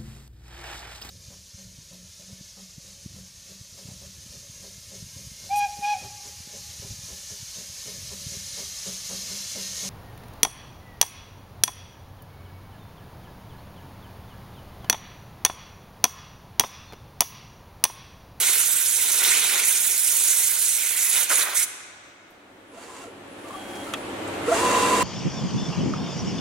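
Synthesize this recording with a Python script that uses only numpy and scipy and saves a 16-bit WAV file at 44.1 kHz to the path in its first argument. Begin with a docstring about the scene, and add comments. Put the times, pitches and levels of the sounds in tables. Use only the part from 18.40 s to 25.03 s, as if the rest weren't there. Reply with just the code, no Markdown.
"""A fierce, rasping hiss: an abrasive waterjet cuts thick metal over a water tank, howling in the kerf.
It sputters and gurgles as the piece comes free, then shuts off; the hall rings out, the tank settles.
Servo axes lift the cutting head, shift it with squeaks and a clack, and lift it again, gears whining
over the rush and hum of the workshop. A gain control, pressed far down by the jet, slowly recovers,
so the machine seems to swell."""
import sys
import numpy as np
from scipy import signal
from scipy.fft import rfft, irfft
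from scipy.io import wavfile
from scipy.ndimage import uniform_filter1d, minimum_filter1d

SR = 44100
rng = np.random.default_rng(int(sys.argv[2]) if len(sys.argv) > 2 else 0)


def materialize(psi):
    """Save the field psi as 16-bit PCM at rate SR to the path in sys.argv[1].

    A 1-D psi becomes a single channel; in a 2-D psi each row is a channel.
    """
    bounded = np.clip(np.atleast_2d(psi).T, -1, 1)
    quanta = np.round(bounded * 32767).astype(np.int16)
    wavfile.write(sys.argv[1], SR, quanta)


N = 292383
TIME, BINS = np.arange(N) / SR, np.fft.rfftfreq(N, 1 / SR)

JET_DB, VALVE_SHUTS_S = 31.5, 3.241  # JET_DB is the master fader over all the jet's layers
# tone colour of the jet: f/Hz, level/dB
JET_COLOUR = [(71, -63), (120, -41), (400, -21.5), (627, -22), (1280, -16), (1450, -8.5), (1810, -8),
              (2180, -4.5), (3020, -3.5), (3940, -1.5), (4930, -7.5), (6570, -0.5), (10500, 3), (14900, -1),
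              (15800, 0.5)]
# resonances of plate and slats under the jet: f/Hz, width/Hz, boost/dB
PLATE_MODES = [(378, 240, 2.5), (1453, 190, 3.5), (1960, 47, 2), (2500, 110, 2), (3800, 99, -0.5),
               (6840, 110, -2), (7820, 70, -2), (9200, 87, -1), (10600, 330, 1)]
# stereo placement of the jet: f/Hz, left minus right/dB
JET_PAN = [(200, -4), (700, -0.5), (1300, -5), (4400, -1.7), (8100, -5), (11000, -11), (15000, -5.5)]
# stereo image of the jet: f/Hz, left-right correlation
JET_IMAGE = [(200, 0.85), (700, 0.96), (2000, 0.68), (5000, 0.97), (10000, 0.31), (15000, .5)]
# how hard the jet bites the metal; drives churn, rasp, howl and spray colour: t/s, level/dB
BITE_CURVE = [(0.0, -28.5), (0.05, -27.5), (0.28, -33.5), (0.52, -35), (0.76, -29.5), (0.85, -24),
              (1.08, -26.5), (1.2, -25.5), (1.21, -29), (1.6, -35), (1.86, -31.5), (2.33, -34.5),
              (2.4, -32), (2.72, -32.5), (2.78, -25.5), (2.8, -29.5)]
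# fader ride of the spray's hiss: t/s, level/dB
HISS_CURVE = [(0.0, -23), (0.63, -25.5), (0.85, -22), (1.23, -25.5), (1.27, -20.5), (1.35, -23.5),
              (2.06, -21), (2.19, -26), (2.21, -22), (2.54, -26), (2.66, -23), (2.8, -23)]
# the long cut, then spurts as the loose piece catches the jet:
# start/s, end/s, rise/s, release/s, extra bite/dB, extra hiss/dB
CONTACTS = [(0, 2.835, 0.0012, 0.017, 0, 0), (2.887, 2.96, 0.0068, .02, 2, -1.5),
            (2.945, 3.023, 0.015, 0.025, 2.5, 0), (3.144, 3.243, .004, 0.024, -4.5, -1.5)]
# the kerf cavity catches and howls louder: t/s, length/s, boost/dB
HOWLS = [(.08, 0.047, 4), (.64, .08, 4), (1.223, 0.22, 6.5), (2.54, 0.32, 7.5), (3.19, 0.13, 12)]
# the jet plunges into open water: start/s, length/s, level/dB
GURGLES = [(2.896, 0.024, -26), (2.981, .145, -35.5)]
# tone colour of those plunges: f/Hz, level/dB
GURGLE_COLOUR = [(120, -36), (350, -11.5), (580, -3.5), (800, -6), (1100, 0.5), (1500, 1), (2100, -3.5),
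                 (3500, -26), (8000, -50)]

# moves of the lifting axis: start/s, end/s, slide level/dB, whine level/dB
LIFT_MOVES = [(4.26, 4.755, -24, -9), (6.005, 7, -23.5, -0.5)]
# tone colour of the lift's sliding noise: f/Hz, level/dB
LIFT_COLOUR = [(25, -30), (50, -16.5), (130, -24), (200, -18.5), (350, -5), (520, -8.5), (720, -7.5),
               (1100, -7), (1500, -10), (2700, -14), (5100, -20), (7700, -15), (11000, -24), (15000, -39)]
# gear and screw tones of the lift: multiple of the shaft rate, level/dB
LIFT_TONES = [(4.07, -44), (7, -44), (8.64, -47), (9.58, -32), (11, -45), (16.68, -41), (20, -24.5),
              (21, -31.5), (21.82, -37.5), (24, -39.5), (25.6, -51), (39, -42), (40, -54), (54.8, -41.5),
              (75, -46.5), (90.4, -49)]
# resonances of the head carriage, excited by sliding: f/Hz, width/Hz, boost/dB
CARRIAGE_MODES = [(469, 19, 11), (1030, 71, 8), (2740, 48, 9.5), (3340, 70, -1), (4620, 79, 7),
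                  (6680, 130, 6), (7600, 170, 3)]
# resonances of the gantry that the gear tones sweep through: f/Hz, width/Hz, gain/dB
GANTRY_MODES = [(478, 26, 24), (674, 20, 24), (1350, 65, 30.5)]
# moves of the traversing axis: start/s, end/s, slide level/dB, whine level/dB
TRAVERSE_MOVES = [(4.85, 5.73, -34.5, 2.5)]
# tone colour of the traverse's sliding noise: f/Hz, level/dB
TRAVERSE_COLOUR = [(150, -15), (300, 0), (700, -19), (1500, -10), (3300, -15.5), (5000, -19.5), (7500, -17),
                   (11000, -19), (15000, -31)]
# gear and screw tones of the traverse: multiple of the shaft rate, level/dB
TRAVERSE_TONES = [(10.85, -40), (11.85, -42.5), (21.6, -48), (46.45, -42)]
# stereo image of slides and ringing bands: f/Hz, left-right correlation
MACHINE_IMAGE = [(100, 1), (500, 0.9), (1400, 0.75), (4000, 0.56), (15000, 0.29)]
# modes of the mechanism's clack: f/Hz, width/Hz, level/dB
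CLACK_MODES = [(1243, 390, -1), (1860, 300, -4), (2590, 480, 1), (3330, 330, -1), (3760, 180, -6)]
# squeaks of the guides: t/s, f/Hz, level/dB, length/s
SQUEAKS = [(5.06, 1170, -36, .04), (5.11, 1090, -24, 0.022), (5.151, 1166, -22, 0.031),
           (5.481, 1314, -31, .05)]
# spits of water: t/s, f/Hz, width/Hz, level/dB, t60/s
SPITS = [(3.905, 12220, 4000, -32, .08), (5.69, 8100, 1200, -37, 0.076), (5.875, 7800, 3000, -34, .08)]

# reverb time of the hall: f/Hz, t60/s
HALL_DECAY = [(200, 3), (1000, 2.6), (2500, 1.92), (5000, 1.49), (8000, 1.02), (12000, 0.46), (16000, 0.24)]
# tone colour of the hall's tail: f/Hz, level/dB
HALL_COLOUR = [(2500, 0.009), (9000, -3)]
# tone colour of the tank's rumble: f/Hz, level/dB
TANK_COLOUR = [(18, -12), (50, -4.0), (90, -0.5), (200, -2.5), (320, -25)]
# tone colour of the workshop's rush: f/Hz, level/dB
SHOP_COLOUR = [(15, -54), (25, -17), (66, -14), (98, -13), (167, -13), (196, -11.5), (301, -1), (488, -8.5),
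               (543, -5), (790, -9.5), (3090, -19.5), (5280, -32), (8320, -30), (13500, -40.5),
               (15000, -60)]
# hum of pumps and drives: f/Hz, level/dB
HUM_TONES = [(100, -47), (204, -44.5), (350, -46.5), (547, -42.5), (8000, -61.5)]
# stereo image of hall, tank and workshop: f/Hz, left-right correlation
ROOM_IMAGE = [(100, 1), (290, 0.92), (640, 0.48), (1400, 0.12), (3000, .05), (15000, .05)]


def waterjet(churn_edge_hz=1250, hiss_edge_hz=5500, shut_s=0.0073, lag_ms=0.027):
    """Turbulence in tank, kerf and spray; the unsteady jet makes rasp and hiss flutter together."""
    colour = amp(read(JET_COLOUR) + bumps(PLATE_MODES) + read(JET_PAN) * np.array([[.5], [-.5]]))
    above_churn = 1 / (1 + (churn_edge_hz / (BINS + 1)) ** 10)
    above_rasp = 1 / (1 + (hiss_edge_hz / (BINS + 1)) ** 10)
    bite, hiss_gain = metal_contact()
    surge = flutter(13, 170)
    surge = np.minimum(surge, np.tanh(surge / 2) * 2)  # the flow sags more readily than it swells
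    layers = (churn(colour * np.sqrt(1 - above_churn), bite)
              + gurgle()
              + rasp(colour * np.sqrt(above_churn * (1 - above_rasp)), bite, surge)
              + kerf_howl(bite)
              + spray(colour * np.sqrt(above_rasp), bite, surge) * hiss_gain)
    left, right = layers * np.exp(-np.maximum(TIME - VALVE_SHUTS_S, 0) / shut_s)
    # the nozzle is to the right, so the left channel hears it a little later
    left = irfft(rfft(left) * np.exp(-2j * np.pi * BINS * lag_ms / 1000), N)
    return reflected(patchy_flicker(np.array([left, right])), share=0.38, spread_s=.012)


def metal_contact(light_bite_db=-33, free_bite_db=-2.5, free_hiss_db=-38):
    """Gains of bite (one when light) and hiss; both sink to the free jet's when it loses the metal."""
    bite_db = np.interp(TIME, *np.transpose(BITE_CURVE)) - light_bite_db
    hiss_db = np.interp(TIME, *np.transpose(HISS_CURVE))
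    touching = [held(start, end, rise, release) * amp([bite_db + more_bite, hiss_db + more_hiss])
                for start, end, rise, release, more_bite, more_hiss in CONTACTS]
    return np.maximum(np.max(touching, axis=0), amp([[free_bite_db], [free_hiss_db]]))


def spray(colour, bite, surge, level_db=4.5, surge_db=1.58, rough_db=0.83, fan_db=1.3, coarsening=.25):
    """The hissing top: spray fans between coarse and fine droplets, coarser under a hard bite."""
    tilt_db = 0.76 - coarsening * 20 * np.log10(np.maximum(bite, 1)) + fan_db * flutter(4, 5.7)
    coarse = 1 / (1 + (BINS / 8000) ** 10)
    fine = 1 - 1 / (1 + (BINS / 11000) ** 10)
    medium = abs(1 - coarse - fine)
    droplets = sum(noise(colour * np.sqrt(share), JET_IMAGE) * amp(db + rough_db * flutter(5.6, 300))
                   for share, db in [(coarse, -5.5 - tilt_db), (medium, -4.9), (fine, -6.5 + tilt_db)])
    return droplets * amp(level_db + surge_db * surge)


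def rasp(colour, bite, surge, level_db=-33, growth=1.03, rough_db=0.8):
    """The gritty midrange: the jet bites the metal, trembling with the flow."""
    grit = noise(colour, JET_IMAGE) * bite ** growth
    return grit * amp(level_db + rough_db * unit(surge + flutter(10, 200)))


def kerf_howl(bite, hz=2130, width_hz=570, level_db=-45, growth=1.27, rough_db=2.5):
    """The open kerf howls in one cavity resonance, flaring when it catches."""
    howl_db = level_db + sum(db * swell(s, length) for s, length, db in HOWLS)
    return band(hz, width_hz) * bite ** growth * amp(howl_db + rough_db * flutter(8, 100))


def churn(colour, bite, level_db=-45.7, growth=1.29, rough_db=1.0):
    """The low body: turbulence in the tank, growing with the bite."""
    return noise(colour, JET_IMAGE) * bite ** growth * amp(level_db + rough_db * flutter(10, 120))


def gurgle(rise_s=0.005, release_s=0.023, rough_db=2):
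    """Throaty bursts as the piece comes free and the jet plunges into open water."""
    plunges = sum(amp(db) * held(s, s + length, rise_s, release_s) for s, length, db in GURGLES)
    return noise(amp(read(GURGLE_COLOUR)), JET_IMAGE) * plunges * amp(rough_db * flutter(10, 120))


def patchy_flicker(x, depth_db=1.95, patch_bins=5, patch_frames=18):
    """Brief random dips and peaks come and go across the jet's spectrum."""
    spectra = signal.stft(x, SR, nperseg=256, noverlap=192)[2]
    patches = uniform_filter1d(rng.standard_normal(spectra.shape[1:]), patch_bins, 0)
    patches = unit(uniform_filter1d(patches, patch_frames, 1))
    patchy = signal.istft(spectra * amp(depth_db * patches), SR, nperseg=256, noverlap=192)[1][:, :N]
    return patchy * x.std() / patchy.std()


def servo_axis(moves, colour_db, tones, ramp_s, shaft_hz, steepness, rattle_db, waver_db,
               torque_slide_db, torque_whine_db, gantry_db, carrier_db, sideband_db):
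    """A servo axis: sliding noise, gear whine, a groaning gantry and the thin whistle of its drive."""
    speed, torque, slide_db, whine_db = travel(moves, ramp_s)
    turns = np.cumsum(shaft_hz * speed * (1 + 0.0021 * flutter(3.6, 40))) / SR
    slide = noise(amp(colour_db), MACHINE_IMAGE) * speed ** steepness
    slide *= amp(slide_db + torque_slide_db * torque + rattle_db * flutter(14, 199))
    gears = speed * gear_tones(tones, turns, whine_db, waver_db)
    whine = gears * speed * amp(torque_whine_db * torque)  # the gears sing freely only when cruising
    groan = gantry_groan(gears, speed, gantry_db)
    whistle = drive_whistle(speed, turns, carrier_db, sideband_db)
    return reflected(slide, share=0.67, spread_s=0.018) + np.sqrt(2) * (whine + groan + whistle)


def travel(moves, ramp_s, easing=1.15):
    """Speed, torque (both 0-1), slide and whine levels: each move eases up, cruises and brakes."""
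    progress, slide_db, whine_db = np.zeros((3, N))
    for start, end, move_slide_db, move_whine_db in moves:
        progress += np.clip(np.minimum(TIME - start, end - TIME) / ramp_s, 0, 1)
        slide_db[TIME > start] = move_slide_db
        whine_db[TIME > start] = move_whine_db
    angle = np.pi / 2 * np.minimum(progress, 1)
    return np.sin(angle) ** easing, np.tanh(2 * np.cos(angle)), slide_db, whine_db


def gear_tones(tones, turns, whine_db, waver_db):
    """Gears and screw sing wavering tones locked to the shaft."""
    gears = np.zeros((2, N))
    for multiple, db in tones:
        level_db = db + whine_db + waver_db * flutter(5.5, 35)
        # reflections shift each tone between left and right
        phase = rng.random() + 0.033 * rng.choice([-1, 1]) * np.array([[1], [-1]])
        gears += amp(level_db) * np.sin(2 * np.pi * (multiple * turns + phase))
    return gears


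def gantry_groan(gears, speed, level_db):
    """Speeding up and braking strain the gantry, which groans as the gear tones cross its modes."""
    strain = amp(level_db) * np.tanh(6 * (1 - speed))
    ringing = sum(amp(db) / (1 + 2j * (BINS - hz) / width) for hz, width, db in GANTRY_MODES)
    return irfft(rfft(gears * strain) * ringing, N)


def drive_whistle(speed, turns, carrier_db, sideband_db, switching_hz=10000, waver_db=1.9):
    """The drive's switching tone, flanked by a pair that spreads with motor speed."""
    split = amp(carrier_db) + 2 * amp(sideband_db) * np.cos(2 * np.pi * 10 * turns)
    carrier = np.sin(2 * np.pi * switching_hz * TIME)
    return np.tanh(8 * speed) * split * carrier * amp(waver_db * flutter(5.5, 25))


def clack(at_s=5.5365, body_db=-8.5, snap_db=-17):
    """One hard knock of the mechanism: a ringing body topped with a bright snap."""
    modes = unit(sum(amp(db) * band(hz, width) for hz, width, db in CLACK_MODES))
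    body = amp(body_db) * modes * struck(at_s, t60=0.045, rise=0.0012)
    snap = amp(snap_db) * band(7300, 6500) * struck(at_s, t60=0.026, rise=0.00026)
    return body + snap


def guide_squeaks(width_hz=120):
    """The guides squeak in short, narrow swells of noise."""
    return sum(amp(db) * band(hz, width_hz) * swell(s, length) for s, hz, db, length in SQUEAKS)


def water_spits():
    """Water spits in tiny, bright bursts."""
    return sum(amp(db) * band(hz, width) * struck(s, t60) for s, hz, width, db, t60 in SPITS)


def hall(x, wet_db=-15, predelay_s=.012):
    """The hall's diffuse tail, fed from the right channel; its treble dies first."""
    wash = noise(amp(read(HALL_COLOUR)), ROOM_IMAGE)[:, :2 * SR]
    hz, t, spectra = signal.stft(wash, SR, nperseg=512)
    decay = np.exp(-np.log(1000) * t / read(HALL_DECAY, hz)[:, None]) * (t > predelay_s)
    tail = signal.istft(spectra * decay, SR, nperseg=512)[1]
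    return amp(wet_db) * signal.fftconvolve(x[1:], tail / np.linalg.norm(tail[0]), axes=1)[:, :N]


def tank_rumble(level_db=-37.5, linger_s=0.45, settle_db_per_s=16.5, swell_db=3.5):
    """The stirred water rumbles, lingers a moment after the jet, then settles."""
    deep = noise(amp(read(TANK_COLOUR)), ROOM_IMAGE)
    settled_db = settle_db_per_s * np.maximum(TIME - VALVE_SHUTS_S - linger_s, 0)
    return deep * amp(level_db - settled_db + swell_db * flutter(1.5, 6))


def workshop(rush_db=-25.5, waver_db=1.0, low_cut_hz=42):
    """The room tone of air handling and pumps: a steady rush with wavering hum."""
    colour = amp(read(SHOP_COLOUR)) / (1 + (low_cut_hz / (BINS + 1)) ** 2)
    rush = noise(colour, ROOM_IMAGE) * amp(rush_db)
    hum = sum(amp(db + waver_db * flutter(2, 10)) * np.sin(2 * np.pi * (hz * TIME + rng.random()))
              for hz, db in HUM_TONES)
    return reflected(rush, share=0.54, spread_s=.03) + np.sqrt(2) * hum


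def reflected(x, share, spread_s, count=30):
    """Short echoes off nearby steel comb the sound, each channel in its own way."""
    delays = (rng.uniform(.1, 1, (2, count)) * spread_s * SR).astype(int)
    gains = rng.choice([-1., 1.], delays.shape) * share / np.sqrt(count)
    taps = np.zeros((2, N))
    np.put_along_axis(taps, delays, gains, 1)
    echoes = rfft(taps) * BINS / (BINS + 600)  # thinned in the bass
    return irfft(rfft(x) * (1 + echoes), N) / np.sqrt(1 + share ** 2)


def noise(gain, image):
    """Stereo noise of rms one with the given spectrum and stereo image."""
    common, apart = rfft(rng.standard_normal((2, N)))
    correlation = np.clip(read(image), -1, 1)
    mid, side = common * np.sqrt(1 + correlation), apart * np.sqrt(1 - correlation)
    return unit(irfft(np.array([mid + side, mid - side]) * gain, N))


def band(hz, width):
    """Noise ringing in one resonance."""
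    return noise(1 / (1 + (2 * (BINS - hz) / width) ** 2), MACHINE_IMAGE)


def flutter(low_hz, high_hz):
    """Random wobble of rms one between two rates."""
    shape = BINS / np.hypot(BINS, low_hz) ** 1.5 / (1 + (BINS / high_hz) ** 2)
    return unit(irfft(rfft(rng.standard_normal(N)) * shape, N))


def struck(s, t60, rise=0.00081):
    """A quick attack and an exponential decay."""
    age = np.maximum(TIME - s, 0)
    return (1 - np.exp(-age / rise)) * np.exp(-np.log(1000) * age / t60)


def held(start, end, rise, release):
    """An envelope that rises, holds until the end, and dies away."""
    attack = 1 - np.exp(-np.maximum(TIME - start, 0) / rise)
    return attack * np.exp(-np.maximum(TIME - end, 0) / release)


def swell(s, length):
    """A smooth bump centred on one moment."""
    return np.exp(-(2 * (TIME - s) / length) ** 2)


def read(points, hz=BINS):
    """Joins (f/Hz, value) points on a log-frequency axis."""
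    f, value = np.transpose(points)
    return np.interp(np.log(hz + 1), np.log(f + 1), value)


def bumps(modes):
    """The EQ curve in dB of a set of resonances."""
    return sum(db / (1 + (2 * (BINS - f) / width) ** 2) for f, width, db in modes)


def amp(db):
    """Decibels to gain."""
    return 10 ** (np.asarray(db) / 20)


def unit(x):
    """Scales to an rms of one."""
    return x / np.sqrt(np.mean(x ** 2) + 1e-20)


def scene():
    """The mix: jet, hall and tank, the two axes, small accents, and the workshop around them."""
    jet = amp(JET_DB) * waterjet()
    lift = servo_axis(LIFT_MOVES, read(LIFT_COLOUR) + bumps(CARRIAGE_MODES), LIFT_TONES,
                      ramp_s=.228, shaft_hz=50.1, steepness=1.76, rattle_db=0.95, waver_db=2,
                      torque_slide_db=4.5, torque_whine_db=-13,
                      gantry_db=-6.5, carrier_db=-58, sideband_db=-50.5)
    lift *= amp([[-.5], [.5]])  # the head hangs a little to the right
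    traverse = servo_axis(TRAVERSE_MOVES, read(TRAVERSE_COLOUR), TRAVERSE_TONES,
                          ramp_s=.312, shaft_hz=70.3, steepness=1.7, rattle_db=2.5, waver_db=2.5,
                          torque_slide_db=0, torque_whine_db=-21,
                          gantry_db=-23, carrier_db=-49.5, sideband_db=-62.5)
    return (jet + hall(jet) + tank_rumble() + lift + traverse
            + clack() + guide_squeaks() + water_spits() + workshop())


def record(dry, threshold_db=-18, hold_s=0.67, recovery_db_per_s=11.0, ceiling_db=-3, edge_hz=15950):
    """A gain control that ducks, holds and slowly recovers; then soft clipping and a steep low-pass."""
    power_db = 10 * np.log10(abs(uniform_filter1d((dry ** 2).mean(0), int(.3 * SR))) + 1e-12)
    hold = 2 * int(hold_s * SR / 2) + 1
    held_db = -minimum_filter1d(-power_db, hold, origin=hold // 2)
    fall_db = recovery_db_per_s * TIME
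    released_db = np.maximum.accumulate(held_db + fall_db) - fall_db
    reduction_db = np.maximum(released_db - threshold_db, 0)
    limited = amp(ceiling_db) * np.tanh(dry / amp(reduction_db + ceiling_db))
    low_pass = signal.firwin(1023, edge_hz, window=("kaiser", 9), fs=SR)
    return signal.oaconvolve(limited, low_pass[None], "same")


dry = scene()
out = record(dry)
materialize(out)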